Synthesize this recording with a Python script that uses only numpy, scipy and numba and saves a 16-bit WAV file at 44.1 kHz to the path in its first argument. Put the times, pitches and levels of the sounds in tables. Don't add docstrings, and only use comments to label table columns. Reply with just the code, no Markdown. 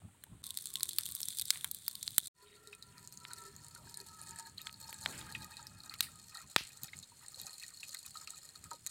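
import sys
import numpy as np
from scipy import signal
from scipy.fft import rfft, irfft
from scipy.io import wavfile
from scipy.ndimage import uniform_filter1d
from numba import njit

SR = 44100
rng = np.random.default_rng(int(sys.argv[2]) if len(sys.argv) > 2 else 0)


def to_wav(s):
    ch = np.atleast_2d(s).T
    pcm = np.round(np.clip(ch, -1, 1) * 32767)
    wavfile.write(sys.argv[1], SR, pcm.astype(np.int16))


N = 392490
TIME = np.arange(N) / SR

# start/s, end/s, fade-in/s
FOREST_SHOT = (0, .421, .002)
FIRE_SHOT = (.43, 2.281, .004)
POUR_SHOT = (2.34, 8.95, .09)

# t/s, spatter level/dB, pot ring level/dB
FLOW = [(2.4, -70.5, -75.5), (2.63, -71, -72.5), (2.98, -65.5, -67), (3.15, -56.5, -68), (3.34, -60.5, -64),
        (3.72, -59.5, -66), (4.21, -57.5, -59.5), (4.61, -58.5, -62), (5.08, -53, -59.5),
        (5.22, -56.5, -56.5), (5.6, -61.5, -60), (5.98, -59, -71.5), (6.11, -62, -69.5),
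        (6.69, -57.5, -71.5), (7.2, -58.5, -70), (7.52, -55, -74.5), (7.85, -55, -72.5), (8.9, -63, -72)]
# centre t/s, spatter change/dB (up is positive), half length/s
GUSHES = [(2.48, 4.5, 0.22), (3.28, 3.5, 0.067), (3.48, 2, 0.077), (3.99, 5, 0.026), (4.33, 2.5, 0.036),
          (4.72, 0, 0.055), (5.35, 0, 0.024), (5.595, 2, 0.031), (5.9, 3, 0.29), (6.37, 8, 0.034),
          (6.85, 4.5, 0.02), (7.24, 1.5, 0.064), (7.44, 2.5, 0.066), (7.63, 4, 0.0095), (7.97, -2, 0.021),
          (8.06, 5, 0.013), (8.18, 4, 0.07), (8.34, 5.5, 0.039), (8.73, 3.5, 0.021)]
# centre t/s, spatter change/dB (down is positive), half length/s
LULLS = [(2.89, 0, 0.051), (3.16, 2.5, 0.053), (4.095, 0.5, 0.019), (4.54, 7, 0.045), (5.75, 1.5, 0.12),
         (6.23, 0.5, .08), (7.1, 6, 0.12), (7.54, 1, 0.023), (7.8, 1.5, 0.024), (7.9, -1.5, 0.022),
         (8.11, 6, 0.021), (8.45, 1, 0.028), (8.61, 15, 0.014), (8.83, 7, 0.018)]
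GUSH_RING = 1.97
# f/Hz, level/dB
SPATTER = [(500, -20.5), (2000, -13.5), (3000, -16.5), (3700, -18), (4050, 1.5), (4330, 5.5), (4700, -7.5),
           (5100, -2), (5800, -3.5), (7000, 2), (8500, 3.5), (10500, -6.5), (14000, -4), (16000, -16.5)]
# f/Hz, width/Hz, level/dB
OVERTONES = [(4010, 21.3, -9.5), (4080, 22, 1), (4290, 16, 2.5), (4430, 18, -7), (4500, 21, -6.5),
             (4850, 34, -7), (5120, 49, -8), (7030, 130, -1), (7940, 110, -2), (9180, 120, -10)]
# f/Hz when nearly empty, width/Hz, power of the pitch ratio it follows,
# level/dB when nearly empty, level/dB when deep in broth
WALL = [(413.3, 11.2, 0.76, 6, -33.5), (1007.8, 9.8, 1, 6.5, 4), (1380, 15.5, 0.73, 5.5, -6),
        (1822, 59, .8, -5.5, -7.5)]
# t/s, pitch ratio
FILL = [(2.4, 1), (3.0, .978), (3.6, .947), (4.35, .908), (5.6, .862), (6.4, .828), (8.9, .77)]
# f/Hz, width/Hz, level/dB
CAVITY = [(589, 100, -14), (816, 23, -5), (933, 26, -1.5), (1256, 13.3, 10), (1359, 29, 2.5),
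          (1667, 24, -4), (1857, 50, 6), (2498, 24, 8), (3284, 60, 2), (3785, 61, 16), (4790, 40, 9.5)]
CHIME_HZ, CHIME_WIDTH_HZ, CHIME_SINK, CHIME_DB = 4447, 45, 0.092, -13.5
WANDER_DB, WANDER_PER_S = 3.5, 12
SLOSH, SLOSH_PER_S = .007, 12

# t/s, peak level/dB, f/Hz of the centre
DROPS = [(2.6734, -38.5, 4050), (2.75, -41, 8600), (2.8252, -37, 3830), (2.981, -41.5, 4630),
         (3.0746, -31.5, 7100), (3.1244, -37, 12700), (3.174, -34.5, 6500), (3.2017, -44, 4470),
         (3.315, -43, 4220), (3.3338, -29.5, 9400), (3.466, -39.5, 9300), (3.5639, -35.5, 6900),
         (3.6838, -39, 10290), (3.9427, -31, 10800), (3.9726, -30, 9090), (4.0021, -35.5, 4360),
         (4.2152, -31.5, 9500), (4.309, -33.5, 7100), (4.36, -36.5, 8200), (4.4062, -40, 4330),
         (4.581, -35.5, 4180), (4.6165, -34.5, 13300), (4.728, -37, 14700), (4.7418, -43, 4380),
         (4.8028, -37.5, 13000), (4.943, -34.5, 7930), (5.0884, -40, 7240), (5.324, -33.5, 4160),
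         (5.421, -38.5, 4040), (5.445, -33.5, 12300), (5.5186, -42, 4310), (5.5688, -35, 4170),
         (5.628, -40, 7100), (5.669, -32.5, 5400), (5.8036, -42, 4180), (5.836, -40, 4310),
         (5.896, -37, 4340), (6.351, -38, 4220), (6.3716, -33.5, 4180), (6.6368, -38, 8050),
         (6.7729, -41, 8050), (6.8342, -23, 11900), (6.969, -37, 8160), (6.989, -34, 7340),
         (7.2826, -34.5, 8200), (7.3442, -40.5, 4260), (7.3988, -32.5, 3940), (7.4153, -30, 12100),
         (7.4336, -42.5, 4220), (7.4675, -32, 6600), (7.5982, -39, 4200), (7.6349, -35, 4200),
         (7.6812, -34.5, 8830), (7.7048, -40, 8830), (7.7387, -41, 7840), (7.7724, -39, 4260),
         (7.832, -41.5, 4150), (7.9464, -25, 3540), (7.9697, -38, 4220), (7.9878, -37.5, 4310),
         (8.0298, -40, 8600), (8.1716, -35, 4260), (8.2745, -33.5, 4330), (8.305, -30.5, 8000),
         (8.3795, -36.5, 8000), (8.49, -41, 4330), (8.5581, -39.5, 4330), (8.641, -32.5, 8500),
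         (8.7131, -33, 7000), (8.733, -36, 4150), (8.8646, -22.5, 6600)]
# t/s, tone level/dB, f/Hz
PLINKS = [(2.728, -41, 2564), (3.308, -44, 1470), (2.975, -57.5, 1340), (3.76, -48, 1413),
          (3.868, -55, 934), (3.873, -52, 1620), (4.06, -61, 870), (4.187, -58, 1300), (4.359, -51, 1710),
          (4.462, -53, 1700), (4.85, -54, 903), (4.889, -47, 910), (5.267, -55, 1280), (5.289, -48, 1650),
          (5.349, -31.5, 2610), (5.352, -40, 1920), (5.536, -51.5, 2540), (5.59, -49.5, 937),
          (5.594, -50, 1310), (5.908, -54, 1310), (6.068, -52, 1870), (6.085, -56, 1350),
          (6.321, -54, 2520), (6.354, -48, 1335), (6.377, -51, 1873), (6.405, -55, 1330), (6.44, -59, 1040),
          (6.844, -55, 2530), (6.703, -52.5, 2500), (6.932, -38.5, 2140), (7.118, -56.5, 950),
          (7.225, -62, 960), (7.245, -58, 1770), (7.39, -66, 1060), (7.468, -67, 745), (7.472, -51.5, 2500),
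          (7.48, -60, 1580), (7.627, -44.5, 2560), (7.638, -48, 1910), (7.83, -37, 2660),
          (7.946, -41.5, 2010), (7.951, -52, 1540), (8.049, -52, 2530), (8.154, -43.5, 1282),
          (8.211, -53, 1300), (8.218, -60, 1640), (8.273, -41, 2630), (8.275, -53, 1300),
          (8.334, -54, 1300), (8.554, -56.5, 1285), (8.655, -56, 1243), (8.712, -42, 1297),
          (8.715, -41.5, 937), (8.864, -51.5, 1900)]
# t/s, nominal level/dB before per-bubble trim and ring, f/Hz of the centre, length/s
GURGLES = [(2.461, -64, 2930, 0.11), (2.918, -66, 1980, 0.078), (3.292, -63, 1550, 0.054),
           (3.774, -62.5, 810, 0.08), (4.303, -66, 2000, 0.11), (4.574, -54.5, 2780, 0.047),
           (5.121, -59, 1920, 0.043), (5.261, -60, 1450, 0.052), (5.831, -62, 890, 0.052),
           (5.907, -54, 1800, 0.052), (6.322, -60.5, 1600, 0.12), (6.35, -70, 884, .08),
           (6.787, -65, 1210, 0.04), (6.88, -56, 2420, 0.015), (7.027, -54, 5900, 0.016),
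           (7.21, -61.5, 1300, 0.042), (7.369, -62, 740, 0.037), (7.389, -56, 4100, .03),
           (7.409, -67.5, 610, .09), (7.468, -63.5, 1310, 0.046), (7.611, -55.5, 2320, 0.019),
           (7.681, -64, 1740, 0.045), (7.93, -60, 1210, 0.024), (8.044, -64, 1630, 0.034),
           (8.188, -75, 760, .05), (8.208, -63.5, 1520, 0.035), (8.318, -77, 1720, 0.054),
           (8.635, -62, 1530, 0.033), (8.71, -56, 384, 0.038), (8.715, -53, 1160, 0.012)]
GURGLE_OCTAVES, GURGLE_RING_DB = 0.408, -1
BUBBLES_PER_S = 340
# centre t/s, level/dB, f/Hz, half length/s
HELD_NOTES = [(3.407, -65, 404, 0.073), (4.003, -67, 393, 0.044), (5.447, -68, 927, 0.11),
              (5.553, -64.5, 2525, .06), (5.72, -70, 2520, 0.075), (5.72, -72, 1695, 0.18),
              (5.8, -72, 1350, .1), (5.892, -70, 2520, 0.065), (7.504, -67, 790, .05),
              (7.626, -68, 2550, .06)]
HELD_WIDTH_HZ = 34

# t/s, tearing after the break level/dB, thud level/dB, body level/dB, body centre f/Hz,
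# crack level/dB, crack centre f/Hz, snap level/dB, snap tilt/dB per octave
POPS = [(0.238, 22, -17, -16.5, 1480, -20.5, 3620, -16.5, 7),
        (0.4402, 8, -56, -25, 1230, -8.5, 4210, -14, 0), (0.4664, 8, -50, -53, 1910, -21, 4450, -14, 1),
        (0.506, 8, -22, -32, 2860, -6, 3860, -8, -4), (0.573, 6, -46, -22.5, 1810, -1, 4150, -4.5, 3),
        (0.61, 3, -44, -54, 2130, -30, 3210, -17, -5), (0.623, 6, -54, -53, 2030, -21, 4510, -15, 3),
        (0.6567, 0, -26, -26, 2370, -6.5, 4050, -7, -3), (0.7393, -2, -51, -32, 2500, -17, 4570, -10.5, 3),
        (0.7561, 1, -50, -18.5, 2140, 1, 3670, -4, -4), (0.7706, -5, -41, -48, 2090, -12, 3530, -17, -9),
        (0.8068, 7, -25, -16, 2090, -1, 3930, -16, 3), (0.8319, -8, -24, -15, 1910, 2.5, 3900, 4.5, -0.5),
        (0.856, -7, -48, -22, 1640, -33, 4180, -14, -5), (0.8913, 3, -42, -25.5, 1310, -3, 3700, -2, -3),
        (0.9103, -7, -50, -48, 2240, -11, 3850, -42, -1), (0.985, 4.5, -20, 0, 3150, -3, 4300, 3, 13),
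        (1.0095, -4, -51, -22, 2300, -15, 3830, -10, -1), (1.0561, 3, -49, -38, 940, -7, 4010, -7.5, 1),
        (1.063, 4, -51, -29, 2160, -7.5, 3840, -7, -1), (1.0888, 5, -20, -21, 2150, -16, 3840, -12, 4),
        (1.114, -15, -56, -58, 1980, -25, 4120, -17, 15), (1.1217, 1, -51, -29, 1920, -10, 3880, -10, 3),
        (1.151, 0, -56, -23.5, 1630, -10.5, 4860, -6, 7), (1.1594, -9, -49, -49, 2070, -37, 4200, -12, 6),
        (1.2042, 2, -24, -26, 1780, -10, 3700, -7, -4), (1.2164, -6, -24, -49, 2030, -20, 4540, -10, 8),
        (1.2311, -2, -40, -29, 1530, -5.5, 4000, -5.5, -16), (1.2556, 9, -47, -51, 2140, -19, 3120, -11, 5),
        (1.2856, -6, -23, -22, 1830, -11, 4070, -3.5, -2), (1.3717, 2, -49, -48, 1760, -14, 3930, -9, 0),
        (1.3862, 1, -29, -25, 2170, -3, 4130, -5, 4), (1.3967, -2, -37, -21, 2140, -3, 4620, -2, 1),
        (1.4136, -5, -55, -27, 1540, -4, 3770, -5, 4), (1.4194, 8, -52, -20, 2580, -6, 3730, -4.5, -1),
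        (1.4551, 4, -45, -49, 2180, -13, 4710, -11, 7), (1.5053, -1.5, -35, 0, 2120, 11.5, 4200, 8.5, -11),
        (1.5575, 10, -22, -13.5, 2040, -9.5, 3310, -39, 0),
        (1.5736, -7, -50, -22, 2780, -31, 3890, -14, -10), (1.61, 0, -44, -54, 2070, -15, 3440, -18, 6),
        (1.6446, 16, -15, -2.5, 2140, 2, 3480, -1.5, 3), (1.7132, 8, -20, -51, 2100, -12.5, 4080, -4, 7),
        (1.7469, 3, -56, -26, 3200, -14, 4300, -9.5, 7), (1.8802, 10, -16, -11, 1560, -1, 4500, -2, 14),
        (1.912, 1, -50, -37, 1380, -15, 4100, -18, 1), (1.9533, 8, -49, -30, 1700, -6.5, 3900, -10, 3),
        (2.0287, 9, -42, -23, 2610, -6, 4100, -5.5, -6), (2.0675, 10, -29, -30, 2100, -13, 3840, -19, -11),
        (2.0784, -15, -25, -15, 2000, 2.5, 4200, -9, -10), (2.107, -7, -55, -56, 2130, -19, 4190, -19, 9),
        (2.1818, -7, -1.5, 0.5, 1510, 9.5, 3690, 11, 7.5),
        (2.2718, -6, -35, -34, 1670, -14.5, 4450, -10, -2),
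        (3.2515, -14, -30, -10.5, 2080, -10.5, 3700, -58, -1),
        (4.6702, -5, -35, -8, 2070, -5, 3730, -16, -12),
        (4.6948, -16, -41.5, -15.5, 2590, -38, 3340, -51, -1),
        (4.928, 5, -14, -11.5, 2230, -23, 4030, -16, 5),
        (5.0604, -8.5, -33, 2.5, 1540, 6.5, 3580, -14, -10),
        (5.2128, 4, -39, -13, 1820, -9.5, 3880, -33, -13), (5.9396, 15, -19, -13, 2570, -6, 3990, -21, 6),
        (6.0068, 2.5, -11, 3.5, 2890, 6, 3950, 4.5, 0), (6.5627, -4.5, 9.5, 13, 1700, 15.5, 3900, 0.5, -7)]
# f/Hz, level/dB
THUD = [(40, -13.5), (130, 0), (350, 1), (600, -4), (1200, -13), (2500, -57.5)]
# multiple of the centre frequency, level/dB
BODY = [(.25, -42), (.4, -9.5), (.55, -6), (1, -1), (1.5, -2), (3, -34)]
CRACK = [(.55, -32), (.82, -7.5), (1, 0.5), (1.15, -4.5), (1.5, -19), (3, -38.5)]
# f/Hz, level/dB
SNAP = [(3500, -43.5), (5500, -12.5), (7000, -8.5), (8500, 1), (10500, -5.5), (12500, -4), (16000, -12.5),
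        (22000, -23)]
TEARING = [(250, -9), (1000, 1.5)]
SNAP_PIVOT_HZ = 9000
# t/s, body level/dB, f/Hz of the body, hiss level/dB, length/s
JETS = [(0.997, -64, 1700, -62, .035), (1.526, -60, 1980, -51.5, 0.094), (1.652, -61, 1600, -66, .025),
        (5.072, -58, 770, -77, 0.085), (5.087, -61.5, 280, -62, 0.24), (5.125, -58.5, 1910, -67, .2),
        (6.025, -51, 3350, -45.5, 0.048), (6.579, -44, 3100, -53, 0.057)]

# t/s, level/dB
SIZZLE = [(0.56, -55), (0.626, -55), (1.214, -51.5), (1.566, -52.5), (1.736, -57), (2.1, -52.5),
          (2.2, -55.5)]
FRYING_DB = 3
# f/Hz, level/dB
SIZZLE_COLOUR = [(400, -42), (1100, -21.5), (2000, -15), (2900, -16), (3500, 3), (4200, 2), (5300, -9),
                 (6800, -4.5), (8500, 4), (10500, -1.5), (16000, -8.5)]
# centre t/s, level/dB, f/Hz, half length/s
WHISTLES = [(0.475, -70.5, 1063, 0.06), (0.722, -78, 1200, .06), (0.782, -66, 1080, 0.065),
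            (0.848, -72, 356, 0.17), (1.152, -72.5, 1094, .07), (1.951, -73.5, 1064, 0.056)]
WHISTLE_SAG_PER_S, WHISTLE_WIDTH_HZ = 0.29, 21
# t/s, peak level/dB, f/Hz
TAPS = [(0.019, -55, 746), (0.024, -64, 1260), (.045, -64, 670), (0.085, -61, 795), (.088, -69, 1370),
        (0.134, -67, 1370), (0.146, -62, 935), (.168, -72, 1110), (0.225, -62, 4130), (0.266, -57.5, 905),
        (0.331, -64, 1070), (.36, -75, 1260)]

# f/Hz, level/dB
AIR_COLOUR = [(100, 1.5), (400, 1), (850, -5.5), (1500, -2.5), (2500, -4), (3800, -4), (5500, -17),
              (8500, 2.5), (12000, -13), (16000, -12.5)]
AIR_DB = -69
# f/Hz, level/dB
RUMBLE_COLOUR = [(20, -50), (45, -8.5), (80, 5.5), (160, 4), (280, -7.5), (500, -25.5), (1200, -23),
                 (4000, -75.5)]
# t/s, rumble level/dB
BREEZE = [(0, -68), (2.2, -68), (2.4, -74), (3.1, -63.5), (5.4, -65.5), (6.3, -72.5), (7.8, -74.5),
          (8.9, -71.5)]
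# centre t/s, rise/dB, half length/s
PUFFS = [(.045, 13, 0.03), (.35, 13.5, 0.064), (1.29, 9.5, 0.039), (5.11, 7, 0.14), (5.34, 9, 0.17),
         (5.73, 6, 0.036), (6.01, 9, 0.25), (6.45, 14.5, 0.028), (6.84, 17.5, 0.018), (6.98, 13, 0.063),
         (7.43, 15.5, 0.061), (8.1, 10.5, 0.038), (8.66, 10.5, 0.051)]
TOP_HZ = 16200


def stream():
    surge_db = swells(GUSHES) - swells(LULLS)
    fill = curve(FILL)
    depth = (1 - fill) / (1 - fill.min())
    clumps = undb((1.8 + 1.5 * depth) * walk(50) + 1.2 * walk(16))
    impacts = ticks(rate=620, spread_db=4.4, top_db=19) * clumps
    spray = smear(impacts, tail_db=2, t60=0.02)
    spatter_gain = undb(curve(FLOW) + surge_db)
    ring_gain = undb(curve(FLOW, axis=2) + GUSH_RING * surge_db)
    return (spatter_gain * spatter(spray, clumps, fill, depth)
            + ring_gain * pot_ring(spray, clumps, fill, depth))


def spatter(spray, clumps, fill, depth):
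    fine = fizz(count=4500, low_hz=2600, high_hz=14000, cycles=40, spread_db=17)
    droplets = unit(glint(spray, depth_db=4.5, rate=70) + undb(-5) * fine * clumps)
    splashes = unit(colour(droplets, SPATTER))
    overtones = unit(ring(spray, OVERTONES))
    chime = unit(band(spray, CHIME_HZ * fill ** CHIME_SINK, CHIME_WIDTH_HZ))
    overtone_gain = undb(-5) * (0.69 + 0.49 * depth)
    return unit(splashes + overtone_gain * overtones + undb(CHIME_DB) * chime)


def pot_ring(spray, clumps, fill, depth):
    drumming = spray + clumps * rng.standard_normal(N)
    wall = np.zeros(N)
    for hz, width, sink, empty_db, deep_db in WALL:
        drive = drumming * undb(WANDER_DB * walk(WANDER_PER_S))
        pitch = hz * fill ** sink * (1 + SLOSH * walk(SLOSH_PER_S))
        wall += undb(empty_db + (deep_db - empty_db) * depth) * band(drive, pitch, width)
    gurgle = clumps * fizz(count=2400, low_hz=550, high_hz=3000, cycles=20, spread_db=15)
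    air = unit(ring(gurgle + undb(-1.5) * spray, CAVITY))
    wall_share = np.interp(TIME, [4.5, 5.6, 6.2], [.85, .5, .1])
    return np.sqrt(wall_share) * unit(wall) + np.sqrt(1 - wall_share) * air


def drips():
    slaps, plinks = np.zeros(N), np.zeros(N)
    for s, db, hz in DROPS:
        rebounds = np.repeat(undb(5 * rng.standard_normal(32)), 128)
        impact = burst(t60=0.0035) + undb(-9.5) * burst(t60=0.052) * rebounds
        splash = colour(impact, SPATTER)
        slap = band(splash, hz, hz / 12) + undb(-13.0) * splash + undb(-11) * ring(splash, OVERTONES)
        add(slaps, s, undb(db) * slap / np.abs(slap).max())
    for s, db, hz in PLINKS:
        trapping_splash = band(burst(t60=0.08), hz, hz / 2)
        add(plinks, s, undb(db + 18.5) * trapping_splash)
        add(plinks, s + 0.00093, undb(db) * bubble(hz, cycles=49.6, glide=0.0089))
    return slaps + undb(2.0) * plinks + undb(1.0) * ring(plinks + slaps, CAVITY)


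def gurgles():
    out = np.zeros(N)
    for s, db, hz, length in GURGLES:
        count = int(length * BUBBLES_PER_S) + 1
        chances = rng.uniform(-0.92, 1, (512, 3))[:count]
        for k, (when, size, strength) in enumerate(chances):
            pitch = hz * 2 ** (np.sqrt(3) * GURGLE_OCTAVES * size)
            blip = bubble(pitch, cycles=26, glide=0.08)
            share = np.sqrt(SR / BUBBLES_PER_S) / np.linalg.norm(blip)
            gain = undb(db + 3.8 * strength - 7)
            add(out, s + (k + when) / BUBBLES_PER_S, gain * share * blip)
    return out + undb(GURGLE_RING_DB) * ring(out, CAVITY)


def held_notes():
    drive = ticks(rate=500, spread_db=3, top_db=12) * undb(4.5 * walk(30))
    out = np.zeros(N)
    for s, db, hz, length in HELD_NOTES:
        note = unit(band(drive, hz, HELD_WIDTH_HZ))
        out += undb(db) * note * swells([(s, 1, length)])
    return out


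def sizzle():
    bursts = ticks(rate=420 * undb(3 * walk(25)), spread_db=4.2, top_db=19)
    crackle = smear(bursts, tail_db=-1, t60=0.007)
    hiss = rng.standard_normal(N) * undb(2.3 * walk(30.9))
    mix = glint(crackle, depth_db=3.5, rate=100) + undb(-5) * hiss
    frying = unit(colour(mix, SIZZLE_COLOUR))
    return undb(curve(SIZZLE) + FRYING_DB) * frying


def pops():
    out, hz = np.zeros(N), np.geomspace(20, SR / 2, 160)
    for s, tear_db, thud_db, body_db, body_hz, crack_db, crack_hz, snap_db, tilt_db in POPS:
        tear = burst(t60=.01) + undb(-8) * burst(t60=.022)
        scatter = undb(-27) * burst(t60=.06)
        rupture = colour(undb(tear_db) * tear + scatter, TEARING)
        rupture[0] += 1
        thud = thud_db + hump(hz, THUD)
        body = body_db + hump(hz / body_hz, BODY)
        crack = crack_db + hump(hz / crack_hz, CRACK)
        snap = snap_db + hump(hz, SNAP) + tilt_db * np.log2(hz / SNAP_PIVOT_HZ)
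        power = sum(undb(db) ** 2 for db in (thud, body, crack, snap))
        spectrum = np.column_stack([hz, 10 * np.log10(power + 1e-7)])
        add(out, s, colour(rupture / np.linalg.norm(rupture), spectrum))
    return out


def jets():
    out = np.zeros(N)
    for s, body_db, centre_hz, hiss_db, length in JETS:
        gas = burst(t60=4 * length, size=32768)
        body = band(band(gas, centre_hz, centre_hz), centre_hz, 2 * centre_hz)
        hiss = colour(gas, SIZZLE_COLOUR)
        for db, part in ((body_db, body), (hiss_db, hiss)):
            add(out, s, undb(db) * part / np.std(part[:int(length * SR)]))
    return out


def whistles():
    out = np.zeros(N)
    for s, db, hz, length in WHISTLES:
        age = np.arange(-2 * length, 2 * length, 1 / SR)
        pitch = hz * (1 - WHISTLE_SAG_PER_S * age)
        tone = band(rng.standard_normal(len(age)), pitch, WHISTLE_WIDTH_HZ)
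        add(out, s - 2 * length, undb(db) * unit(tone) * np.exp(-(age / length) ** 2))
    return out


def taps():
    out = np.zeros(N)
    for s, db, hz in TAPS:
        tap = band(burst(t60=0.011), hz, 43)
        add(out, s, undb(db) * tap / np.abs(tap).max())
    return out


def outdoors():
    sway_db, flutter_db = .9 * walk(6), 2.2 * walk(20)
    air = unit(colour(rng.standard_normal(N), AIR_COLOUR))
    rumble = unit(colour(rng.standard_normal(N), RUMBLE_COLOUR))
    rumble_db = curve(BREEZE) + swells(PUFFS) + flutter_db
    return air * undb(AIR_DB + sway_db) + rumble * undb(rumble_db)


def bubble(hz, cycles, glide):
    age = np.linspace(0, 1, int(cycles / hz * SR) + 2)
    tone = np.sin(2 * np.pi * cycles * age * (1 + glide * age / 2))
    return tone * undb(-60 * age) * (1 - np.exp(-age * cycles))


def fizz(count, low_hz, high_hz, cycles, spread_db):
    out = np.zeros(N)
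    for when, size, strength in rng.random((count, 3)):
        hz = low_hz * (high_hz / low_hz) ** size
        add(out, when * N / SR, undb(spread_db * strength ** 2) * bubble(hz, cycles, glide=0.038))
    return unit(out)


def ticks(rate, spread_db, top_db):
    sizes = undb(np.minimum(spread_db * rng.exponential(size=N), top_db))
    return (rng.random(N) < rate / SR) * sizes * rng.choice([-1, 1], N)


def burst(t60, size=4096):
    x = rng.standard_normal(size) * undb(-60 * np.arange(size) / SR / t60)
    return x / np.linalg.norm(x)


def smear(x, tail_db, t60):
    keep = undb(-120 / SR / t60)
    energy = signal.lfilter([1 - keep], [1, -keep], x ** 2)
    return unit(x + undb(tail_db) * np.sqrt(energy) * rng.standard_normal(N))


def glint(x, depth_db, rate, count=14):
    centres = np.geomspace(1500, 15000, count)
    return unit(sum(band(x, hz, hz / 6) * undb(depth_db * walk(rate)) for hz in centres))


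def ring(x, notes):
    return sum(undb(db) * band(x, hz, width) for hz, width, db in notes)


def band(x, hz, width):
    return resonate(x, hz * np.ones(len(x)), float(width))


@njit
def resonate(x, hz, width):
    y, band_state, low_state = np.empty(len(x)), 0., 0.
    for i in range(len(x)):
        g = np.tan(np.pi * min(hz[i], .45 * SR) / SR)
        k = width / hz[i]
        v = (band_state + g * (x[i] + 1e-18 - low_state)) / (1 + g * (g + k))
        band_state = 2 * v - band_state
        low_state += 2 * g * v
        y[i] = k * v
    return y


def colour(x, points, size=4096):
    hz, db = np.transpose(points)
    bins = np.maximum(np.fft.rfftfreq(size, 1 / SR), 1)
    gain = undb(np.interp(np.log(bins), np.log(hz), db))
    cepstrum = irfft(np.log(gain))
    cepstrum[1:size // 2] *= 2
    cepstrum[size // 2 + 1:] = 0
    impulse = irfft(np.exp(rfft(cepstrum)))
    return signal.fftconvolve(x, impulse)[:len(x)]


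def hump(at, points):
    where, db = np.transpose(points)
    return np.interp(np.log(at), np.log(where), db, -300, -300)


def swells(rows):
    return sum(height * np.exp(-((TIME - s) / length) ** 2) for s, height, length in rows)


def walk(rate):
    k = int(SR / rate)
    steps = np.repeat(rng.standard_normal(N // k + 1), k)
    return unit(uniform_filter1d(steps, k)[:N])


def curve(rows, axis=1):
    rows = np.array(rows)
    return np.interp(TIME, rows[:, 0], rows[:, axis])


def undb(db):
    return 10 ** (np.asarray(db) / 20)


def unit(x):
    return x / np.sqrt(np.mean(x ** 2))


def add(out, s, x):
    i = max(int(s * SR), 0)
    out[i:i + len(x)] += x[:max(N - i, 0)]


def shot(start, end, fade):
    return np.clip((TIME - start) / fade, 0, 1) * (TIME < end)


def scene():
    forest, fire, pour = shot(*FOREST_SHOT), shot(*FIRE_SHOT), shot(*POUR_SHOT)
    pouring = pour * (stream() + drips() + gurgles() + held_notes())
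    frying = fire * (sizzle() + whistles())
    eating = forest * taps()
    camp = (forest + fire + pour) * (pops() + jets() + outdoors())
    return (pouring + frying + eating + camp)[None]


def record(dry):
    return signal.sosfilt(signal.ellip(8, .2, 70, TOP_HZ, fs=SR, output="sos"), dry)


dry = scene()
out = record(dry)
to_wav(out)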